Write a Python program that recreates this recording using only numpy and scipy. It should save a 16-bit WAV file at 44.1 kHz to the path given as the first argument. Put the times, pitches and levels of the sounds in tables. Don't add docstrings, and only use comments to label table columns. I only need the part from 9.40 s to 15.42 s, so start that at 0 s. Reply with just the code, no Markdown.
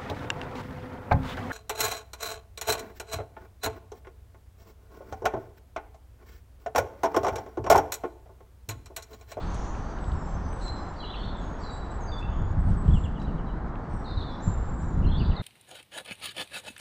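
import sys
import numpy as np
from scipy import signal
from scipy.fft import rfft, irfft, next_fast_len
from scipy.io import wavfile
from scipy.ndimage import uniform_filter1d

SR = 44100
rng = np.random.default_rng(int(sys.argv[2]) if len(sys.argv) > 2 else 0)


def unload_wav(signal):
    wavfile.write(
        sys.argv[1],
        SR,
        np.round(np.clip(np.atleast_2d(signal).T, -1, 1) * 32767).astype(np.int16),
    )


N = 265437
TIME = np.arange(N) / SR

# f/Hz, relative density/dB
AIR_COLOUR = [(1500, 1), (2500, 5.5), (3500, 4), (4500, 0), (6000, -4), (8300, -8), (9300, -20),
              (11000, -26.5), (15500, -32)]
# t/s, relative level/dB
CHORUS_SWELL = [(0, 6.5), (.8, 1.5), (2.3, 2), (3, -1), (3.6, 0), (4.2, -2), (4.8, 0), (6.02, -1)]


def undb(db):
    return 10 ** (np.asarray(db) / 20)


def unit(x):
    return x / np.sqrt(np.mean(x ** 2) + 1e-30)


def curve(rows):
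    s, level = np.transpose(rows)
    return uniform_filter1d(np.interp(TIME, s, level), size=400)


def add(out, s, x):
    i = int(np.clip(s * SR, 0, N - 1))
    out[i:i + len(x)] += x[:N - i]


def walk(rate_hz):
    hz = np.fft.rfftfreq(N, 1 / SR)
    spectrum = rfft(rng.standard_normal(N))
    return unit(irfft(spectrum * np.exp(-(hz / rate_hz) ** 2), N))


def noise(colour):
    hz, db = np.transpose(colour)
    size = next_fast_len(N, True)
    f = np.fft.rfftfreq(size, 1 / SR) + 1e-3
    gain = undb(np.interp(np.log(f), np.log(hz), db))
    gain = gain * np.minimum(1, hz[-1] / f) ** 2
    spectrum = rfft(rng.standard_normal(size))
    return unit(irfft(spectrum * gain, size)[:N])


def steady(x, span_s):
    power = uniform_filter1d(x ** 2, int(span_s * SR))
    return x / np.sqrt(power + 1e-9)


def sweep(length_s, *pitches_hz):
    order = len(pitches_hz) - 1
    shape = np.polyfit(np.linspace(0, 1, order + 1), pitches_hz, order)
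    return np.polyval(shape, np.linspace(0, 1, max(int(length_s * SR), 32)))


def note(glide_hz, warble_hz=0, warble_rate_hz=105, attack=0.053, release=0.055, jitter_hz=10,
         rough=0.35, throb=0.05, flicker_db=4.5):
    u = np.linspace(0, 1, len(glide_hz))
    chance = rng.standard_normal((3, 80))
    knots_s = np.arange(80) / 250
    drift, jitter, flicker = (np.interp(TIME[:len(u)], knots_s, c) for c in chance)

    warble = np.sin(2 * np.pi * np.cumsum(warble_rate_hz * (1 + .3 * drift)) / SR)
    hz = glide_hz + warble_hz * (warble + rough * jitter) + jitter_hz * jitter
    tone = np.sin(2 * np.pi * np.cumsum(hz) / SR)

    ramp = np.clip(np.minimum(u / attack, (1 - u) / release), 0, 1)
    swell = np.sin(np.pi / 2 * ramp) ** 2
    flow = (1 + throb * np.tanh(warble_hz / 150) * warble) * undb(flicker_db * flicker)
    return unit(swell * flow * tone)


def trees(x, t60_s, early_db, early_s, delay_s=0.016, treble_share=0.33, split_hz=5200, clump_db=1.5):
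    t = TIME[:SR]
    scatter = rng.standard_normal(SR) * undb(clump_db * walk(35)[:SR])
    low = signal.sosfiltfilt(signal.butter(2, split_hz, fs=SR, output="sos"), scatter)
    treble = scatter - low
    tail = low * undb(-60 * t / t60_s) + treble * undb(-60 * t / (t60_s * treble_share))
    tail = tail * (1 - np.exp(-t / delay_s))

    hits = rng.choice([-1, 1], SR) * (rng.random(SR) < 600 / SR)
    trunks = hits * np.exp(-t / early_s)
    response = tail / np.linalg.norm(tail) + undb(early_db) * trunks / np.linalg.norm(trunks)
    return signal.fftconvolve(x, response)[:N]


def distance(traffic_db=3.0, air_db=-65.5, waver_db=.5):
    # t/s, level/dB
    traffic_swell = [(0.0, -42.5), (3.02, -43), (3.7, -45.5), (4.27, -43.5), (5.93, -44), (6.02, -42.5)]
    # f/Hz, relative density/dB
    traffic_colour = [(60, 1.5), (250, 3), (400, 1.5), (570, -0.5), (800, 2.5), (1050, 0.5), (1400, -4),
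                      (1800, -11), (2300, -21.5), (3000, -40.5), (5000, -63)]
    roads_db = curve(traffic_swell) + traffic_db + waver_db * walk(4.2)
    hiss_db = air_db + 1.55 * curve(CHORUS_SWELL) + 1.0 * walk(15.0)
    return noise(traffic_colour) * undb(roads_db) + noise(AIR_COLOUR) * undb(hiss_db)


def wind(eddy_db=-1.5, gust_from_db=-31, gust_span_db=9, hiss_db=-50, flutter_db=1.5):
    # t/s, level/dB
    buffet_swell = [(0.0, -32.5), (0.1, -31.5), (0.55, -35), (0.74, -27), (0.8, -36.5), (0.94, -30),
                    (1.71, -39.5), (1.81, -33), (2.5, -36), (3.32, -20.5), (3.44, -31), (3.45, -23),
                    (3.55, -13.5), (3.59, -26.5), (3.7, -26), (3.8, -37.5), (3.85, -29), (4.44, -34.5),
                    (4.46, -52), (4.53, -27), (4.69, -37.5), (4.78, -25.5), (4.84, -37), (5.05, -38.5),
                    (5.08, -18.5), (5.13, -31), (5.2, -23.5), (5.26, -34), (5.35, -28), (5.4, -41),
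                    (5.43, -25), (5.53, -33), (5.58, -19), (5.63, -24.5), (5.65, -19), (5.83, -23),
                    (5.87, -16.5), (5.93, -19), (5.97, -48), (6.02, -19.5)]
    # t/s, level/dB
    eddy_swell = [(0.0, -44), (0.03, -37), (0.27, -43.5), (1.04, -36.5), (1.29, -46.5), (1.36, -38.5),
                  (1.78, -49.5), (1.83, -37.5), (2.48, -45.5), (3.57, -32.5), (3.65, -37.5), (3.92, -30.5),
                  (4.12, -37), (5.05, -40), (5.11, -37), (5.15, -42), (5.61, -31), (5.65, -28), (5.73, -33),
                  (5.75, -36), (5.83, -24.5), (6.02, -43)]
    # f/Hz, relative density/dB
    buffet_colour = [(8, -8), (20, 0.5), (40, 5), (70, -1.5), (110, -7), (150, -23), (300, -41.5),
                     (600, -81.5)]
    gust_colour = [(8, -20), (25, 8.5), (50, 3), (85, 5), (120, -4), (170, -6), (300, -24.5), (600, -76.5)]
    eddy_colour = [(60, -8), (110, -6), (150, 0.5), (220, -3.5), (320, -11.5), (500, -21), (1000, -43.5),
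                   (3000, -80.5)]

    buffet_db = curve(buffet_swell)
    gust = np.clip((buffet_db - gust_from_db) / gust_span_db, 0, 1)
    pressure = np.sqrt(1 - gust) * noise(buffet_colour) + np.sqrt(gust) * noise(gust_colour)
    hiss = undb(hiss_db) * noise(AIR_COLOUR)
    buffets = (steady(pressure, span_s=0.082) + hiss) * undb(buffet_db)
    eddies = steady(noise(eddy_colour), span_s=.07) * undb(curve(eddy_swell) + eddy_db)
    return (buffets + eddies) * undb(flutter_db * walk(25.0))


def far_chorus(count=30, spread=0.24, bend=0.045):
    # f/Hz, level ahead of the random drop and the chorus swell/dB
    registers = [(3100, -67.5), (4000, -65), (5100, -79), (6100, -81.5)]
    song = np.zeros(N)
    for pitch, db in registers:
        for k, (when, length, warble, high, slope, loud) in enumerate(rng.random((count, 6))):
            hz = pitch * (1 + spread * (high - .5))
            glide = bend * (2 * slope - 1)
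            path = sweep(0.031 + 0.071 * length, hz * (1 + glide), hz * (1 - glide))
            call = note(path, warble_hz=40 + 160 * warble)
            start_s = (k + when) / count * N / SR
            add(song, start_s, undb(db - 5 + 4 * loud) * call)
    echoes = trees(song, t60_s=0.65, early_db=-8.5, early_s=0.045)
    return echoes * undb(curve(CHORUS_SWELL) - 9.8)


def rustles(grain_db=3.5):
    # t/s, length/s, level at the crest/dB
    swishes = [(0.127, 0.06, -55.5), (0.598, 0.19, -60.5), (1.144, 0.22, -57.5), (2.764, 0.075, -63),
               (3.233, 0.18, -65), (3.768, 0.11, -64.5)]
    # f/Hz, relative density/dB
    rustle_colour = [(2000, 1.5), (4000, 2), (7500, 0.5), (9500, -10.5), (12000, -30.5), (15500, -33)]
    swell = np.zeros(N)
    for s, length_s, db in swishes:
        add(swell, s, undb(db) * np.hanning(int(length_s * SR)))
    return swell * unit(noise(rustle_colour) * undb(grain_db * walk(150)))


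def ticks(width=0.7):
    # t/s, peak level/dB, centre f/Hz
    tick_rows = [(0.145, -41, 7040), (0.351, -37.5, 2140), (.587, -46, 3200), (0.643, -42, 3820),
                 (.718, -43, 3420), (1.13, -43, 3080), (1.24, -57, 6900), (1.281, -38, 4600),
                 (3.818, -43, 3700), (4.356, -43, 2580)]
    out, t = np.zeros(N), TIME[:1024]
    for s, db, hz in tick_rows:
        burst = rng.standard_normal(len(t)) * t * np.exp(-t / .001)
        tick = signal.lfilter(*signal.iirpeak(hz, 1 / width, fs=SR), burst)
        top_hz = min(hz * (1 + width / 2), 12000)
        tick = signal.sosfilt(signal.butter(8, top_hz, fs=SR, output="sos"), tick)
        add(out, s - .001, undb(db) * tick / np.abs(tick).max())
    return out


def trill(count=8, start_s=2.895, period_s=0.03, level_db=-74.5):
    base_hz, rise_hz_per_s, fall_hz = 6600, 1000, 240
    song = np.zeros(N)
    for t in period_s * np.arange(count):
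        hz = base_hz + rise_hz_per_s * t
        path = sweep(period_s, hz + fall_hz, hz - fall_hz)
        add(song, start_s + t, note(path, release=.3))
    return undb(level_db) * song


def sweeps(direct_db=3.0, wood_db=-8.5, sag=0.022):
    # t/s, length/s, start f/Hz, end f/Hz, level ahead of the direct and wood gains/dB
    slurs = [(1.627, .02, 3150, 2780, -50.5), (1.672, 0.0088, 3350, 3500, -56),
             (1.698, 0.02, 3490, 3660, -50), (1.734, 0.014, 3420, 2500, -49),
             (1.779, .011, 3450, 3300, -54), (1.833, .01, 3630, 3760, -50.5),
             (1.889, 0.01, 3530, 3700, -58), (3.191, 0.028, 7680, 8100, -72.5),
             (3.283, .024, 8800, 7640, -71), (3.478, 0.0088, 3500, 2890, -60),
             (3.508, 0.013, 3530, 3300, -60.5), (3.532, 0.05, 3560, 2640, -55),
             (3.557, .032, 7900, 7850, -74), (3.638, 0.029, 3530, 2610, -55.5),
             (3.754, 0.03, 3340, 2840, -64), (3.868, 0.035, 3270, 2730, -66), (3.98, 0.02, 3370, 2900, -66),
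             (4.083, .028, 3320, 2840, -66.5), (4.804, 0.015, 4420, 3330, -51.5),
             (4.823, 0.013, 4150, 3490, -50), (5.645, .018, 3140, 2810, -55),
             (5.685, 0.018, 3140, 3420, -56.5), (5.715, 0.018, 3570, 3140, -53),
             (5.744, .02, 3420, 3590, -54), (5.799, .025, 3120, 2560, -51), (5.913, 0.012, 3250, 2520, -54)]
    song = trill()
    for s, length_s, start_hz, end_hz, db in slurs:
        middle_hz = (start_hz + end_hz) / 2 * (1 - sag)
        path = sweep(length_s, start_hz, middle_hz, end_hz)
        slur = note(path, jitter_hz=50, attack=0.078, release=0.093, flicker_db=1.5)
        add(song, s, undb(db) * slur)
    tail = trees(song, t60_s=0.96, early_db=8.0, early_s=0.02)
    return undb(direct_db) * song + undb(wood_db) * tail


def syllables(quaver=0.0067, buzz_rise=.015, buzz_wood_db=2):
    # t/s, length/s, f/Hz, slide from above/Hz, settling time/s, level ahead of the perch gains/dB,
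    # extra scattering/dB
    whistle_rows = [(0.058, 0.033, 6260, 0, .03, -58, 2), (0.603, .1, 7580, 405, .09, -65.5, 0),
                    (0.737, 0.18, 7540, 150, .08, -68, -0.5), (0.77, 0.064, 6600, 653, .07, -67, -5),
                    (0.94, 0.03, 6180, 29, .02, -61, -1), (1.028, 0.11, 6060, 65, .08, -65.5, -1),
                    (1.063, 0.049, 7980, 180, .04, -74, -4), (1.121, 0.059, 7800, 281, .06, -63.5, -1),
                    (1.216, 0.086, 7530, 251, .06, -57.5, -3), (1.223, 0.066, 4090, 10, .02, -53.5, -4),
                    (1.26, 0.051, 4077, 8, .02, -44.5, -6.5), (1.324, 0.088, 4073, -6, .02, -51.5, -9.5),
                    (1.308, 0.14, 7300, 254, .1, -66.5, -2), (1.486, 0.032, 7330, 1, .02, -64, -4),
                    (1.588, 0.039, 3920, 259, .016, -52, 4.5), (1.647, 0.017, 3890, 59, .01, -46, 3.5),
                    (1.757, 0.053, 4300, 89, .05, -53.5, -2), (1.808, 0.065, 4330, 17, .02, -52.5, -4),
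                    (1.971, 0.029, 7640, -1, .02, -63.5, -5), (1.993, 0.16, 6570, 203, .015, -68, 0),
                    (2.2, 0.069, 7300, 447, .03, -66.5, 0.5), (2.234, 0.086, 3930, 327, .018, -51, 0.5),
                    (2.505, 0.023, 7680, 6, .02, -59.5, 0.5), (2.606, 0.042, 5500, 1197.5, .075, -58, 1),
                    (2.669, 0.12, 4660, 197, .008, -56, -7), (2.687, .067, 6500, 45, .03, -70.5, 0.5),
                    (2.716, 0.087, 3490, 282, 0.0084, -49, -2),
                    (2.809, 0.055, 2720, -190, 0.023, -50.5, -8), (3.366, 0.069, 7890, -1, .02, -62, -3),
                    (3.537, 0.14, 7330, 6, .05, -63.5, -12), (3.797, 0.067, 3915, -1, .02, -58, -7.5),
                    (4.063, 0.076, 3920, 0, .02, -65, -5), (4.492, 0.084, 8370, 2, .03, -71.5, 0),
                    (4.643, 0.057, 3560, 779, .022, -53.5, 2.5), (4.676, 0.078, 4100, 122, .012, -54.5, -5),
                    (4.705, 0.043, 3640, 66, .02, -54, -7.5), (4.769, 0.038, 3610, 380, .02, -47.5, -4),
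                    (4.846, .11, 3330, 421, .06, -55, -4.5), (4.884, 0.035, 3950, 103, .03, -54.5, -3),
                    (4.99, 0.087, 3950, -1.5, .02, -64, -8), (5.019, .135, 7340, -82, .04, -53, -2.5),
                    (5.208, 0.12, 7380, 103, .05, -62, 2), (5.372, 0.057, 7110, 151, .03, -64.5, 0),
                    (5.47, 0.055, 7130, -1.5, .03, -65, -0.5), (5.666, .03, 4160, -6, .02, -53.5, -1),
                    (5.962, 0.096, 3660, 850, .007, -47, 2)]
    # t/s, length/s, f/Hz, warble depth/Hz, warble rate/Hz,
    # level ahead of the perch gains/dB
    buzz_rows = [(0, 0.036, 3900, 494, 105, -57), (0.073, 0.26, 6300, 560, 100, -61.5),
                 (0.259, 0.32, 6040, 380, 105, -69), (0.413, 0.12, 4580, 170, 110, -70),
                 (0.735, 0.14, 5350, 200, 62, -71.5), (0.858, 0.056, 6160, 250, 64, -70),
                 (.965, .04, 5520, 90, 64, -70), (1.006, 0.07, 4870, 330, 120, -71),
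                 (1.206, 0.069, 4110, 240, 104, -56), (1.35, 0.063, 5100, 110, 66, -67),
                 (1.357, 0.071, 6000, 160, 81, -72), (1.532, 0.022, 5470, 350, 110, -73),
                 (1.558, 0.047, 4550, 190, 72, -61.5), (1.601, 0.027, 3270, 91, 85, -54),
                 (1.653, 0.064, 3180, 249, 91, -53.5), (1.745, 0.048, 3334, 210, 62, -51.5),
                 (1.827, 0.089, 3700, 231, 52, -57), (1.947, .03, 3470, 160, 60, -55.5),
                 (2.183, .04, 5450, 400, 105, -66.5), (2.196, 0.09, 4620, 90, 110, -60),
                 (2.302, 0.054, 7600, 200, 135, -61.5), (2.868, 0.073, 2880, 130, 81, -67.5),
                 (2.922, 0.049, 3250, 130, 76, -63), (3.228, 0.075, 8460, 300, 50, -73.5),
                 (3.44, 0.15, 7680, 380, 40, -71.5), (4.49, .11, 5700, 218, 70, -75),
                 (4.533, 0.083, 7670, 60, 91, -79), (4.642, 0.079, 4330, 200, 95, -65),
                 (4.656, 0.067, 4750, 240, 120, -69), (4.767, .036, 4180, 221, 120, -56),
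                 (4.904, 0.05, 5200, 460, 81, -70.5), (5.002, 0.045, 6200, 700, 105, -67.5),
                 (5.202, 0.034, 5560, 900, 120, -77), (5.345, 0.096, 7820, 170, 45, -71),
                 (5.416, 0.036, 5830, 250, 70, -72), (5.624, 0.021, 2760, 170, 45, -57.5),
                 (5.746, 0.035, 3950, 250, 73, -58), (5.721, 0.061, 3445, 230, 62, -51.5),
                 (5.773, 0.045, 4530, 160, 100, -53.5), (5.846, 0.027, 3680, 330, 90, -52),
                 (5.924, 0.1, 2000, 140, 76, -56)]
    for s, length_s, hz, slide_hz, settle_s, db, wood_db in whistle_rows:
        glide = hz + slide_hz * np.exp(-TIME[:int(length_s * SR)] / settle_s)
        whistle = note(glide, quaver * hz, jitter_hz=0.0035 * hz, attack=0.052, release=0.11,
                       flicker_db=4.0)
        yield s, db, wood_db, whistle
    for s, length_s, hz, warble_hz, rate_hz, db in buzz_rows:
        glide = sweep(length_s, hz * (1 - buzz_rise), hz * (1 + buzz_rise))
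        buzz = note(glide, warble_hz, rate_hz, attack=0.13, release=0.21, flicker_db=2.0)
        yield s, db, buzz_wood_db, buzz


def whistlers(near_db=-47, far_db=-75, near_direct_db=-1.6, far_direct_db=-2.5,
              near_wood_db=-6, far_wood_db=-2, count=5):
    direct, scattered = np.zeros(N), np.zeros((count, N))
    for k, (s, db, wood_db, syllable) in enumerate(syllables()):
        far = np.clip((near_db - db) / (near_db - far_db), 0, 1)
        direct_gain_db = np.interp(far, [0, 1], [near_direct_db, far_direct_db])
        wood_gain_db = wood_db + np.interp(far, [0, 1], [near_wood_db, far_wood_db])
        add(direct, s, syllable * undb(db + direct_gain_db))
        add(scattered[k % count], s, syllable * undb(db + wood_gain_db))
    echoes = sum(trees(perch, t60_s=1.0, early_db=0.5, early_s=0.096, clump_db=5.0) for perch in scattered)
    return direct + echoes


def scene():
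    background = distance() + wind() + far_chorus()
    close_by = rustles() + ticks()
    birds = sweeps() + whistlers()
    return (background + close_by + birds)[None]


def record(dry, top_hz=15700, fade_s=.003):
    fade = np.clip(np.minimum(TIME, TIME[-1] - TIME) / fade_s, 0, 1)
    lowpass = signal.ellip(8, .2, 70, top_hz, fs=SR, output="sos")
    return signal.sosfilt(lowpass, dry * fade)


dry = scene()
out = record(dry)
unload_wav(out)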